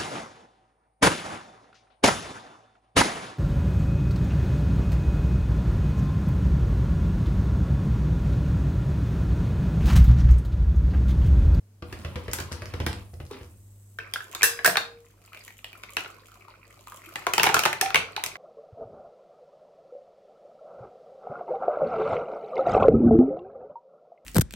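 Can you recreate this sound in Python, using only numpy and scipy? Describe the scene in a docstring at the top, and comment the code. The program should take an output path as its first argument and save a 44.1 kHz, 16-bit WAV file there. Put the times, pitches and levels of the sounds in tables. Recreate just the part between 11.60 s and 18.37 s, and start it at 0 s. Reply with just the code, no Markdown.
"""Mussels from pot to bowl

A steel pot of simmering mussels is shaken on a humming hob, then emptied into a glass bowl on a board.
Shells are filtered noise bursts and paired tones: early ones ring bare glass, the rest clatter on the heap.
Broth trickles in as swarms of rising bubble tones and ticks; foam fizzes in the pot before that.
Worktop, bowl and board are banks of dying sines; a small hard kitchen adds a short noise tail."""
import sys
import numpy as np
from scipy import signal
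from scipy.fft import rfft, irfft
from scipy.io import wavfile

SR = 44100
rng = np.random.default_rng(int(sys.argv[2]) if len(sys.argv) > 2 else 0)


def digitize_waveform(pressure):
    """Quantize a signal to 16-bit integers and store it at the path in sys.argv[1].

    Rows of a 2-D input are taken as channels; values are limited to [-1, 1].
    """
    field = np.atleast_2d(pressure).T
    bounded = np.clip(field, -1, 1)
    quanta = np.round(bounded * 32767).astype(np.int16)
    wavfile.write(sys.argv[1], SR, quanta)


N = 298557
TIME = np.arange(N) / SR

# All levels are relative: each layer adds its own trim.
# shells landing and colliding; hardness is the sharp edge against the body of the blow:
# (time [s], level [dB], pitch [Hz], hardness [dB])
SHELL_HITS = [(2.387, -30, 1590, -15.5), (2.537, -27, 3260, 1.5), (2.559, -29.5, 1597, -22),
              (2.605, -37.5, 1680, -14), (2.749, -31, 3650, 1), (2.81, -30, 2320, -20),
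              (2.82, -23.5, 2470, -11), (2.831, -16, 1723, 6.5), (2.84, -22, 1710, -13),
              (2.99, -31, 1700, -31), (3.046, -18.5, 1556, -1), (3.056, -16.5, 1700, -15),
              (3.061, -19, 1760, 7), (3.076, -18, 670, -5), (3.097, -31, 1720, -14),
              (3.156, -22.5, 1700, -30), (3.17, -16, 3740, -8), (3.177, -27.5, 1610, -18),
              (4.235, -38, 2280, -6), (4.368, -22.5, 2590, -7.5), (4.383, -32.5, 2690, -24),
              (4.406, -39.5, 2360, -4), (4.446, -39, 740, -26), (4.459, -40.5, 1460, -24),
              (5.557, -27, 2045, -6), (5.667, -20.5, 980, -8), (5.736, -21, 2570, 1.5),
              (5.78, -16, 880, -2.5), (5.797, -16, 2760, -20), (5.832, -18.5, 2210, 5),
              (5.84, -17, 920, -4.5), (5.855, -23, 740, -9), (5.865, -22.5, 870, -2.5),
              (5.869, -16.5, 2256, -22), (5.89, -22, 890, -10), (5.897, -24.5, 970, -20),
              (5.943, -14.5, 1386, 1), (5.966, -19.5, 1284, -15), (5.992, -22, 2340, 3),
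              (6.036, -23.5, 3090, -2), (6.053, -18, 1297, -3), (6.059, -17.5, 1804, -8),
              (6.129, -25, 1990, -4.5), (6.212, -20, 1800, 4.5), (6.26, -28, 2380, -10),
              (6.304, -31, 1370, -10), (6.345, -14.5, 2160, -9), (6.357, -13.5, 2327, -6),
              (6.564, -26.5, 3950, -10), (6.638, -26.5, 3780, 5), (6.662, -32.5, 2740, 5),
              (6.755, -37, 2040, -25)]
# colour of the shell blows: (frequency [Hz], level [dB])
SHELL_COLOUR = [(100, 5), (250, -17), (400, -2.5), (560, -5), (820, -1), (1150, 1), (1450, 3), (1900, 0),
                (2500, 1), (3600, -2.5), (6000, 1), (9000, -3), (12000, -4), (16000, -9.5)]
# a shell strikes bare glass: (time [s], level [dB])
GLASS_HITS = [(2.538, -58), (2.835, -20.5), (2.838, -13), (3.048, -23), (3.059, -18), (3.173, -40)]
# higher modes of the bowl: (frequency [Hz], level [dB], T60 [s])
BOWL_MODES = [(1380, -36, 0.36), (1590, -28.5, 0.28), (1570, -8.5, 0.19), (1660, -5, 0.16),
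              (1840, -7, 0.16), (1910, -13, 0.15), (2400, -27, .2), (2690, -3.5, 0.13), (3400, -15.5, 0.37),
              (4990, -22, 0.64), (6460, -26.5, 0.22), (6500, -13.5, 0.087), (7300, -25.5, 0.11),
              (7900, -0.5, 0.073), (8600, -8.5, 0.08), (8400, -12.5, 0.14), (9120, 5, 0.066),
              (10300, -8, 0.071), (9938, -9, 0.14), (10850, -4.5, 0.23), (11540, -10.5, 0.16),
              (12000, 0.5, 0.1), (12800, -4, 0.17), (14010, -23, .22), (14700, -3, .18), (15720, -32, 0.34)]
# lowest mode of the bowl, the whole rim flexing: (frequency [Hz], level [dB], T60 [s])
RIM_MODE = [(468, -6.5, 1.84)]
# modes of the wooden board under the bowl: (frequency [Hz], level [dB], T60 [s])
BOARD_MODES = [(62, -11, .3), (90, -3.5, 0.47), (128, 3.5, 0.25), (149, 2.5, .14)]
# a loaded bowl presses harder on the board: (time [s], level [dB])
BOARD_LOAD = [(4.4, -2), (5.9, 3)]
# pot knocks on the hob, and shells clinking on its steel wall; a hard blow is bright, a soft one mostly booms:
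# (time [s], level [dB], hardness [dB])
POT_KNOCKS = [(0.223, -45, -5.5), (0.326, -41.5, 3), (0.448, -40, -2), (0.557, -39, -3), (0.681, -41, -3.5),
              (0.733, -34.5, 19), (0.786, -38, 7), (0.801, -38.5, 11.5), (0.916, -44, -5),
              (1.02, -42.5, -0.5), (1.138, -40.5, -1), (1.201, -36.5, -2.5), (1.264, -29.5, 5.5),
              (1.535, -63, -23), (1.601, -49, -7.5), (1.711, -53.5, 12.5), (1.811, -56.5, -13)]
# colour of the pot knocks: (frequency [Hz], level [dB])
POT_COLOUR = [(100, 2), (220, -3.5), (340, 2), (480, -1.5), (750, -5), (1200, 2.5), (1800, 1.5), (2500, -2),
              (3500, -4), (5000, 3), (8000, 1.5), (12000, -2), (16000, -7)]
# modes of hob and worktop: (frequency [Hz], level [dB], T60 [s])
WORKTOP_MODES = [(55, -19.5, 0.24), (81.2, 0.5, 0.21), (84.75, 5, 0.7), (106.5, 5, 0.17), (135, -3.5, 0.33),
                 (187.4, -10, 0.44), (312, -16, 0.46), (334.5, -7.5, 0.21), (406, -30, 0.17),
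                 (487, -3.5, 0.28)]
# the broth gulps a pocket of air: (time [s], level [dB], starting pitch [Hz], T60 [s])
AIR_GULPS = [(1.711, -24.5, 403, 0.051), (5.668, -15.5, 688, 0.027), (5.866, -12, 802, 0.074),
             (5.95, -28, 960, 0.14), (6.06, -10, 866, 0.028), (6.226, -13.5, 767, 0.078),
             (6.578, -14.5, 847, 0.018)]
# the stream slaps into the shallow broth, lower as it deepens: (time [s], level [dB], bubble pitch [Hz])
SPLASH_HITS = [(3.732, -46, 2460), (3.747, -43, 2500), (3.773, -44.5, 2590), (3.879, -45, 2060),
               (3.905, -51, 2180), (3.99, -51.5, 2540), (4.044, -36, 2960), (4.13, -44.5, 2480),
               (4.293, -49, 2360), (4.756, -57, 1160), (4.883, -53, 970), (5.272, -45, 1150),
               (5.321, -45, 1150), (5.345, -52, 1150)]
# the quick run of bubbles a splash sets off: (delay [s], pitch ratio [1], level [dB])
BUBBLE_RUN = [(0, 1.027, 16.5), (.002, 0.93, 13.5), (.005, 1.1, -5), (.016, 0.98, -7)]
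# strength of the falling stream: (time [s], level [dB])
POUR_LEVEL = [(2.4, -50.5), (2.6, -65), (2.85, -41.5), (3.0, -56), (3.4, -74), (3.8, -55.5), (4.0, -75),
              (4.13, -58), (4.46, -54), (4.65, -59), (5.25, -60.5), (5.6, -48.5), (6.77, -52)]
# fine spray, highest where the stream hits a shell: (time [s], level [dB])
SPRAY_LEVEL = [(2.4, -72.5), (2.8, -50.5), (3.4, -71.5), (3.87, -52.5), (4.05, -67.5), (4.4, -55),
               (4.6, -66.5), (4.72, -62), (4.95, -76), (5.3, -55.5), (6.77, -68.5)]
# colour of the stream's bubbles and patter: (frequency [Hz], level [dB])
BURBLE_COLOUR = [(200, -7.5), (330, 3), (480, -3.5), (680, 0.5), (850, -9.5), (1100, 3), (1350, 4),
                 (1650, -7.5), (2100, 1.5), (2450, 3), (2900, -9), (3500, -14), (5000, -4), (8000, -34)]
# colour of the fine spray: (frequency [Hz], level [dB])
SPRAY_COLOUR = [(1500, -36.5), (3000, 6.5), (4500, -9), (7000, 5.5), (10000, -1), (12500, 3.5), (16000, -7)]
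# colour of the fizzing foam: (frequency [Hz], level [dB])
FIZZ_COLOUR = [(1500, -30), (3000, -19), (5000, -18), (6500, -8), (8000, -7), (9500, -8), (12000, -5),
               (16000, -8.5)]
# the fizz has a brighter band that sinks as the pot is lifted: (time [s], frequency [Hz])
FIZZ_BAND = [(1.7, 9500), (2.05, 8000)]
# the broth swings as the pot is shaken, and again as it is lifted:
# (start [s], length before the fade [s], level [dB])
SLOSH_SWINGS = [(0.271, 1.114, -51.5), (1.696, 0.027, -42.5)]
# colour of the sloshing broth: (frequency [Hz], level [dB])
SLOSH_COLOUR = [(120, 5), (200, 7), (340, -2), (480, -3), (750, -5.5), (1100, -1), (1600, -9), (2500, -6),
                (4000, -15), (6000, -21), (10000, -41)]
# hum while the pot moves about on the hob: (time [s], level [dB])
HUM_LEVEL = [(0.0, -53.5), (0.26, -56), (0.43, -55), (1.29, -42), (1.81, -57.5), (2.09, -49), (2.36, -52)]
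# colour of the still room air: (frequency [Hz], level [dB])
AIR_COLOUR = [(20, -28.5), (48, 7), (70, -17.5), (110, -6.5), (200, -9.5), (450, -14), (750, -21.5),
              (1500, -26.5), (3500, -31), (8000, -28.5), (16000, -33.5)]
# how fast the kitchen's echoes die: (frequency [Hz], T60 [s])
KITCHEN_T60 = [(100, 0.66), (260, 0.33), (700, 0.39), (1840, 0.28), (4850, 0.31), (12800, 0.2)]
# likeness of diffuse sound at the two microphones: (frequency [Hz], correlation [0-1])
MIC_LIKENESS = [(100, 0.93), (300, 0.94), (700, 0.4), (1500, 0.16), (5000, 0.1)]

# between these times [s] a landing goes from lone shell to shell on the heap
FILL_S = (2.84, 3.3)
# lone, then on the heap: knock [dB re ring] and thud [dB re shell level]
CLACK_KNOCK_DB, CLACK_THUD_DB = (-6.5, 2), (-14, -9.5)
# shells lower than this pitch thud more
SHELL_HZ, WEIGHT_DB_PER_OCTAVE = 1800, 3
# broth covers the bottom of the bowl and mutes the glass
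MUTE_AT_S, MUTE_OVER_S, MUTED_DB = 3.38, 0.16, -15
# what thud and boom lose per dB of a pot knock's hardness
THUD_LOSS, BOOM_LOSS = 0.49, 0.77
SLOSH_RISE_S, SLOSH_FADE_DB_PER_S = 0.022, 141
FOAM_RISE_S, FOAM_DB, FOAM_FADE_DB_PER_S = 0.072, -61.5, 1
# the fizz ends and the hum starts sinking to its far level
LEAVE_S, FAR_HUM_DB, HUM_FADE_S = 2.4, -61.5, 0.3
EDGE_HZ = 16000  # upper band limit


def shells(clack_db=0.0, left_db=0.2, bowl_db=-53, rim_db=-62, board_db=-34, room_db=-4):
    """Each shell cracks and rings briefly; the blow faintly drives the modes of bowl and board."""
    out, pushes = np.zeros((2, N)), np.zeros(N)
    for s, db, hz, hard_db in SHELL_HITS:
        load_db = np.interp(s, *np.transpose(BOARD_LOAD))
        add(out, s, amp(db + clack_db) * clack(s, hz, hard_db))
        add(pushes, s, amp([db + board_db + load_db]))
    balance = amp([[left_db / 2], [-left_db / 2]])
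    out = colour(balance * out, SHELL_COLOUR)
    bowl = amp(bowl_db) * convolve(out, ring(BOWL_MODES))
    rim = amp(rim_db) * convolve(out, ring(RIM_MODE, size=80000)) / 2
    out += free_glass() * (bowl + rim)
    return out + amp(room_db) * kitchen(out) + convolve(pushes, ring(BOARD_MODES))


def clack(s, hz, hard_db, shell_t60=0.038, cycles=36):
    """One shell lands: small ones die sooner, heavy ones thud, and a fuller bowl turns ring into knock."""
    knock_db = np.interp(s, FILL_S, CLACK_KNOCK_DB)
    ring_db = -10 * np.log10(1 + amp(knock_db) ** 2)  # ring and knock share the strength
    thud_db = np.interp(s, FILL_S, CLACK_THUD_DB) + WEIGHT_DB_PER_OCTAVE * np.log2(SHELL_HZ / hz)
    tone = amp(ring_db) * valves(hz, min(shell_t60, cycles / hz))
    return tone + contact(ring_db + knock_db, thud_db, hard_db, 0.0014, 0.01, 1.0, size=310)


def valves(hz, t60, twin_db=-4, rise_s=0.00075):
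    """The two halves of a shell ring at slightly different pitches and die together."""
    t = TIME[:4096]
    twin_hz = hz * (1 + rng.choice([-1, 1]) * rng.uniform(0.096, 0.16))
    twin = np.sin(2 * np.pi * (twin_hz * t + rng.random((2, 1))))
    pair = np.sin(2 * np.pi * hz * t) + amp(twin_db) * twin
    envelope = amp(-60 * t / t60) * (1 - np.exp(-t / rise_s))
    return burst(pair * envelope, size=310)


def glass(ring_db=-7, swing_db=-23.5, chatter_db=1, chatter_s=0.034, room_db=-6):
    """A shell chatters on the bare wall, the high modes ring out, and broth damps the swing of the rim."""
    out, swing = np.zeros((2, N)), np.zeros(N)
    rim_hz, rim_db, rim_t60 = RIM_MODE[0]
    for s, db in GLASS_HITS:
        modes = ring(BOWL_MODES)
        hiss = band(rng.standard_normal(modes.shape), [3500, 13000], "bandpass")
        chatter = hiss * np.exp(-TIME[:modes.shape[1]] / chatter_s)
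        add(out, s, amp(db + ring_db) * (modes + amp(chatter_db) * chatter))
        # each strike feeds the same swing of the rim
        add(swing, s, amp(db + swing_db + rim_db - 60 * TIME[:2 * SR] / rim_t60))
    rim = free_glass() * swing * np.sin(2 * np.pi * rim_hz * TIME)
    return out + amp(room_db) * kitchen(out) + rim


def free_glass():
    """How freely the bowl can ring: fully, until broth over its bottom damps it."""
    return amp(MUTED_DB * ramp(MUTE_AT_S, MUTE_OVER_S))


def pot(knock_db=-1, thud_db=0, edge_db=-12, boom_db=5.0, rattle_db=-6, rattle_s=0.032,
        room_db=-1, boom_room_db=-6):
    """The pot rocks on the hob; each knock sets the worktop booming and jolts the shells inside."""
    knocks, pushes, jolts = np.zeros((2, N)), np.zeros(N), np.zeros(N)
    for s, db, hard_db in POT_KNOCKS:
        blow = contact(0, thud_db - THUD_LOSS * hard_db, edge_db + hard_db, 0.0023, 0.0087, 1.0, size=880)
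        add(knocks, s, amp(db + knock_db) * blow)
        add(pushes, s, amp([db + boom_db - BOOM_LOSS * hard_db]) / 2)
        add(jolts, s, amp(db + rattle_db) * np.exp(-TIME[:SR] / rattle_s))
    rattle = jolts * unit(band(ticks(170, 26, 0.00042), [700, 4500], "bandpass", order=1))
    knocks = colour(knocks + rattle, POT_COLOUR)
    booms = convolve(pushes, ring(WORKTOP_MODES))
    return knocks + amp(room_db) * kitchen(knocks) + booms + amp(boom_room_db) * kitchen(booms)


def contact(knock_db, thud_db, edge_db, crack_s, thud_s, apart, size):
    """One blow: a knock, a dull thud and a sharp edge, each a noise burst that dies in milliseconds."""
    t = TIME[:4096]
    shared, own = rng.standard_normal(len(t)), rng.standard_normal((2, len(t)))
    grit = (shared + apart * own) * (1 - np.exp(-t / 0.00012))
    thud = band(shared * np.exp(-t / thud_s), [190, 680], "bandpass", order=3)
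    knock = band(grit * np.exp(-t / (2 * crack_s)), [700, 3400], "bandpass", order=3)
    edge = band(grit * np.exp(-t / crack_s), 3800, "highpass", order=3)
    blow = amp(knock_db) * burst(knock, size) + amp(thud_db) * burst(thud, size)
    return blow + amp(edge_db) * burst(edge, size)


def plops(room_db=-4):
    """Large pockets of air gulp in the broth, first in the lifted pot, later under falling shells."""
    out = np.zeros((2, N))
    for s, db, hz, t60 in AIR_GULPS:
        add(out, s, amp(db) * bubble(hz, t60, 0.019))
    return out + amp(room_db) * kitchen(out)


def splashes(slap_db=-5, thud_db=-20, edge_db=-9, cycles=20, room_db=-3):
    """Each splash is a wet slap and a quick run of ever weaker bubbles of nearly one size."""
    out = np.zeros((2, N))
    for s, db, hz in SPLASH_HITS:
        add(out, s, amp(db) * contact(slap_db, thud_db, edge_db, 0.00064, 0.0017, 1.0, size=310))
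        for late_s, ratio, bubble_db in BUBBLE_RUN:
            add(out, s + late_s, amp(db + bubble_db) * bubble(hz * ratio, cycles / hz, 0.033))
    return out + amp(room_db) * kitchen(out)


def broth(bubbles_db=0, patter_db=-7, spray_db=-1, bowl_db=-38, room_db=-3):
    """The stream bubbles, patters, throws fine ticking spray and sets the nearly empty bowl singing."""
    bubbles = drops(450, 330, 4200, 13, 7)
    patter = ticks(600, 7.7, 0.00052)
    droplets = ticks(260, 9, .0004)
    stream = amp(bubbles_db) * unit(colour(bubbles, BURBLE_COLOUR))
    stream += amp(patter_db) * unit(colour(patter, BURBLE_COLOUR))
    wet = follow(POUR_LEVEL) * stream
    spray = follow(SPRAY_LEVEL) * unit(colour(droplets + .5 * patter, SPRAY_COLOUR))
    out = wet + amp(spray_db) * spray
    # squared: muted twice as deep in dB
    out += amp(bowl_db) * free_glass() ** 2 * convolve(wet, ring(BOWL_MODES))
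    return out + amp(room_db) * kitchen(out)


def foam(fizz_db=-2, band_db=5, band_width_hz=900, slosh_db=-2, room_db=-2):
    """Foam fizzes as fine ticks from the first knock on; shaken broth sloshes as a bubble swarm."""
    first_s = POT_KNOCKS[0][0]
    settling = amp(FOAM_DB - FOAM_FADE_DB_PER_S * (TIME - first_s))
    fizz = settling * ramp(first_s, FOAM_RISE_S) * (TIME < LEAVE_S)
    slosh = np.zeros(N)
    for s, length_s, db in SLOSH_SWINGS:
        fade_db = SLOSH_FADE_DB_PER_S * np.maximum(TIME - s - length_s, 0)
        slosh += ramp(s, SLOSH_RISE_S) * amp(db - fade_db)
    hiss = colour(ticks(2500, 1.9, .0004), FIZZ_COLOUR)
    bright = resonate(hiss, np.interp(TIME, *np.transpose(FIZZ_BAND)), band_width_hz)
    out = amp(fizz_db) * fizz * unit(hiss + amp(band_db) * bright)
    out += amp(slosh_db) * slosh * unit(colour(drops(1200, 217, 6100, 9.2, 0.78), SLOSH_COLOUR))
    return out + amp(room_db) * kitchen(out)


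def bubble(hz, t60, glide):
    """A pocket of air rings and rises in pitch as it nears the surface."""
    t = TIME[:int(t60 * SR) + 2]
    envelope = amp(-60 * t / t60) * (1 - np.exp(-t * hz))
    return envelope * np.sin(2 * np.pi * hz * t * (1 + glide * t / t60))


def drops(per_s, low_hz, high_hz, cycles, spread_db, count=32):
    """A swarm of small bubbles of many sizes, scattered in time and from side to side."""
    out = np.zeros((2, N))
    for hz in np.geomspace(low_hz, high_hz, count):
        grain = bubble(hz, cycles / hz, 0.21) * hz / low_hz
        for when, size, side in rng.random((int(per_s * N / SR / count), 3)):
            gain = amp(spread_db * min(-np.log(size), 3))  # a few are louder than the rest
            add(out, when * N / SR, gain * np.outer([.5 + side, 1.5 - side], grain))
    return unit(out)


def ticks(per_s, spread_db, tick_s):
    """Random impulses of uneven strength, each a very short broad tick of dying noise."""
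    strength = amp(spread_db * np.minimum(rng.exponential(1, N), 3.5))
    hits = strength * (rng.random(N) < per_s / SR)
    envelope = signal.lfilter([1], [1, -np.exp(-1 / (tick_s * SR))], hits)
    noise = rng.standard_normal(N) + 4.6 * rng.standard_normal((2, N))  # shared + each side's own
    return unit(envelope * noise)


def ring(modes, size=24000):
    """Modes as dying sines; the higher ones reach the two microphones out of step."""
    t = TIME[:size]
    out = 0
    for hz, db, t60 in modes:
        phase = min(hz / 2500, 2) * (2 * rng.random((2, 1)) - 1)
        out = out + amp(db - 60 * t / max(t60, .005)) * np.sin(2 * np.pi * hz * t + phase)
    return out


def kitchen(x, rise_s=0.00058, shift_s=.19, size=24000):
    """Dense noise tails whose bands die at their own speeds; sound swings between two echo patterns."""
    out, turn = 0, np.pi * TIME / shift_s
    for share in (np.cos(turn), np.sin(turn)):
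        hz, t, z = signal.stft(diffuse(rng.standard_normal((2, size))), SR, nperseg=256)
        decay = amp(-60 * t / read(KITCHEN_T60, hz)[:, None])
        tail = signal.istft(z * decay, SR, nperseg=256)[1][:, :size]
        tail *= 1 - np.exp(-(TIME[:size] / rise_s) ** 2)
        out = out + convolve(x * share, tail / np.linalg.norm(tail[0]))
    return out


def background(mains_hz=50.0, hum_db=0, fundamental_db=-69, octave_db=-20, air_db=-63):
    """Mains hum, strongest at twice the mains rate, over the still air of the room as coloured noise."""
    turn, away = 2 * np.pi * mains_hz * TIME, ramp(LEAVE_S, HUM_FADE_S)
    near = amp(hum_db + np.interp(TIME, *np.transpose(HUM_LEVEL)))
    level = (1 - away) * near + away * amp(FAR_HUM_DB)
    hum = level * unit(np.sin(2 * turn) + amp(octave_db) * np.sin(4 * turn))
    air = unit(colour(diffuse(rng.standard_normal((2, N))), AIR_COLOUR))
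    return hum + amp(fundamental_db) * unit(np.sin(turn)) + amp(air_db) * air


def diffuse(pair):
    """Makes two unrelated channels alike in the bass, as at two nearby microphones."""
    a, b = rfft(pair)
    same = np.clip(read(MIC_LIKENESS, np.fft.rfftfreq(pair.shape[1], 1 / SR)), -1, 1)
    return irfft([a, same * a + np.sqrt(1 - same ** 2) * b], pair.shape[1])


def amp(db):
    """Decibels to gain."""
    return 10 ** (np.asarray(db) / 20)


def unit(x):
    """Scales to rms 1."""
    return x / np.sqrt(np.mean(x ** 2) + 1e-20)


def burst(x, size):
    """Scales a blow so its first size samples have rms 1."""
    return x / np.sqrt(np.mean(x[..., :size] ** 2) + 1e-20)


def ramp(start_s, length_s):
    """Goes from 0 to 1."""
    return np.clip((TIME - start_s) / length_s, 0, 1)


def read(points, hz):
    """Reads a spectrum on a log-frequency axis."""
    f, value = np.transpose(points)
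    return np.interp(np.log(hz + 1), np.log(np.abs(f) + 1), value)


def follow(rows):
    """The gain curve of a table of levels; silent before its first row."""
    s, db = np.transpose(rows)
    return amp(np.interp(TIME, s, db)) * (TIME >= s[0])


def add(mix, s, sound):
    """Mixes a sound in at time s."""
    part = mix[..., max(round(s * SR), 0):][..., :sound.shape[-1]]
    part += sound[..., :part.shape[-1]]


def convolve(x, response):
    """Passes each channel through a response."""
    return signal.fftconvolve(np.atleast_2d(x), np.atleast_2d(response), axes=1)[:, :N]


def band(x, hz, kind, order=2):
    """Butterworth filter."""
    return signal.sosfilt(signal.butter(order, hz, kind, fs=SR, output="sos"), x)


def colour(x, points, size=4096):
    """Causal minimum-phase filter with the given spectrum."""
    db = np.maximum(read(points, abs(np.fft.fftfreq(size, 1 / SR))), -100)
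    spectrum = np.exp(np.conj(signal.hilbert(np.log(amp(db)))))
    return convolve(x, np.fft.ifft(spectrum).real[:size // 2])


def resonate(x, hz, width_hz):
    """A resonance that follows the curve hz: shift down to zero, smooth, shift back."""
    turn, r = np.exp(2j * np.pi * np.cumsum(hz) / SR), np.exp(-np.pi * width_hz / SR)
    return 2 * (turn * signal.lfilter([1 - r], [1, -r], x / turn)).real


def scene():
    """Everything at the two microphones."""
    return shells() + glass() + pot() + plops() + splashes() + broth() + foam() + background()


def record(dry, left_db=0.0, low_cut_hz=42):
    """Sound reaches the right microphone a little later; rumble is cut, peaks round off, treble is limited."""
    lag, ceiling = 3, .88  # samples, full scale 1
    pair = np.array([amp(left_db) * dry[0], amp(-left_db) * np.pad(dry[1], (lag, 0))[:N]])
    pair = ceiling * np.tanh(band(pair, low_cut_hz, "highpass", order=5) / ceiling)
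    limit = signal.firwin(151, EDGE_HZ, window=("kaiser", 8), fs=SR)
    return signal.oaconvolve(pair, limit[None], "same", axes=1)


dry = scene()
out = record(dry)
digitize_waveform(out)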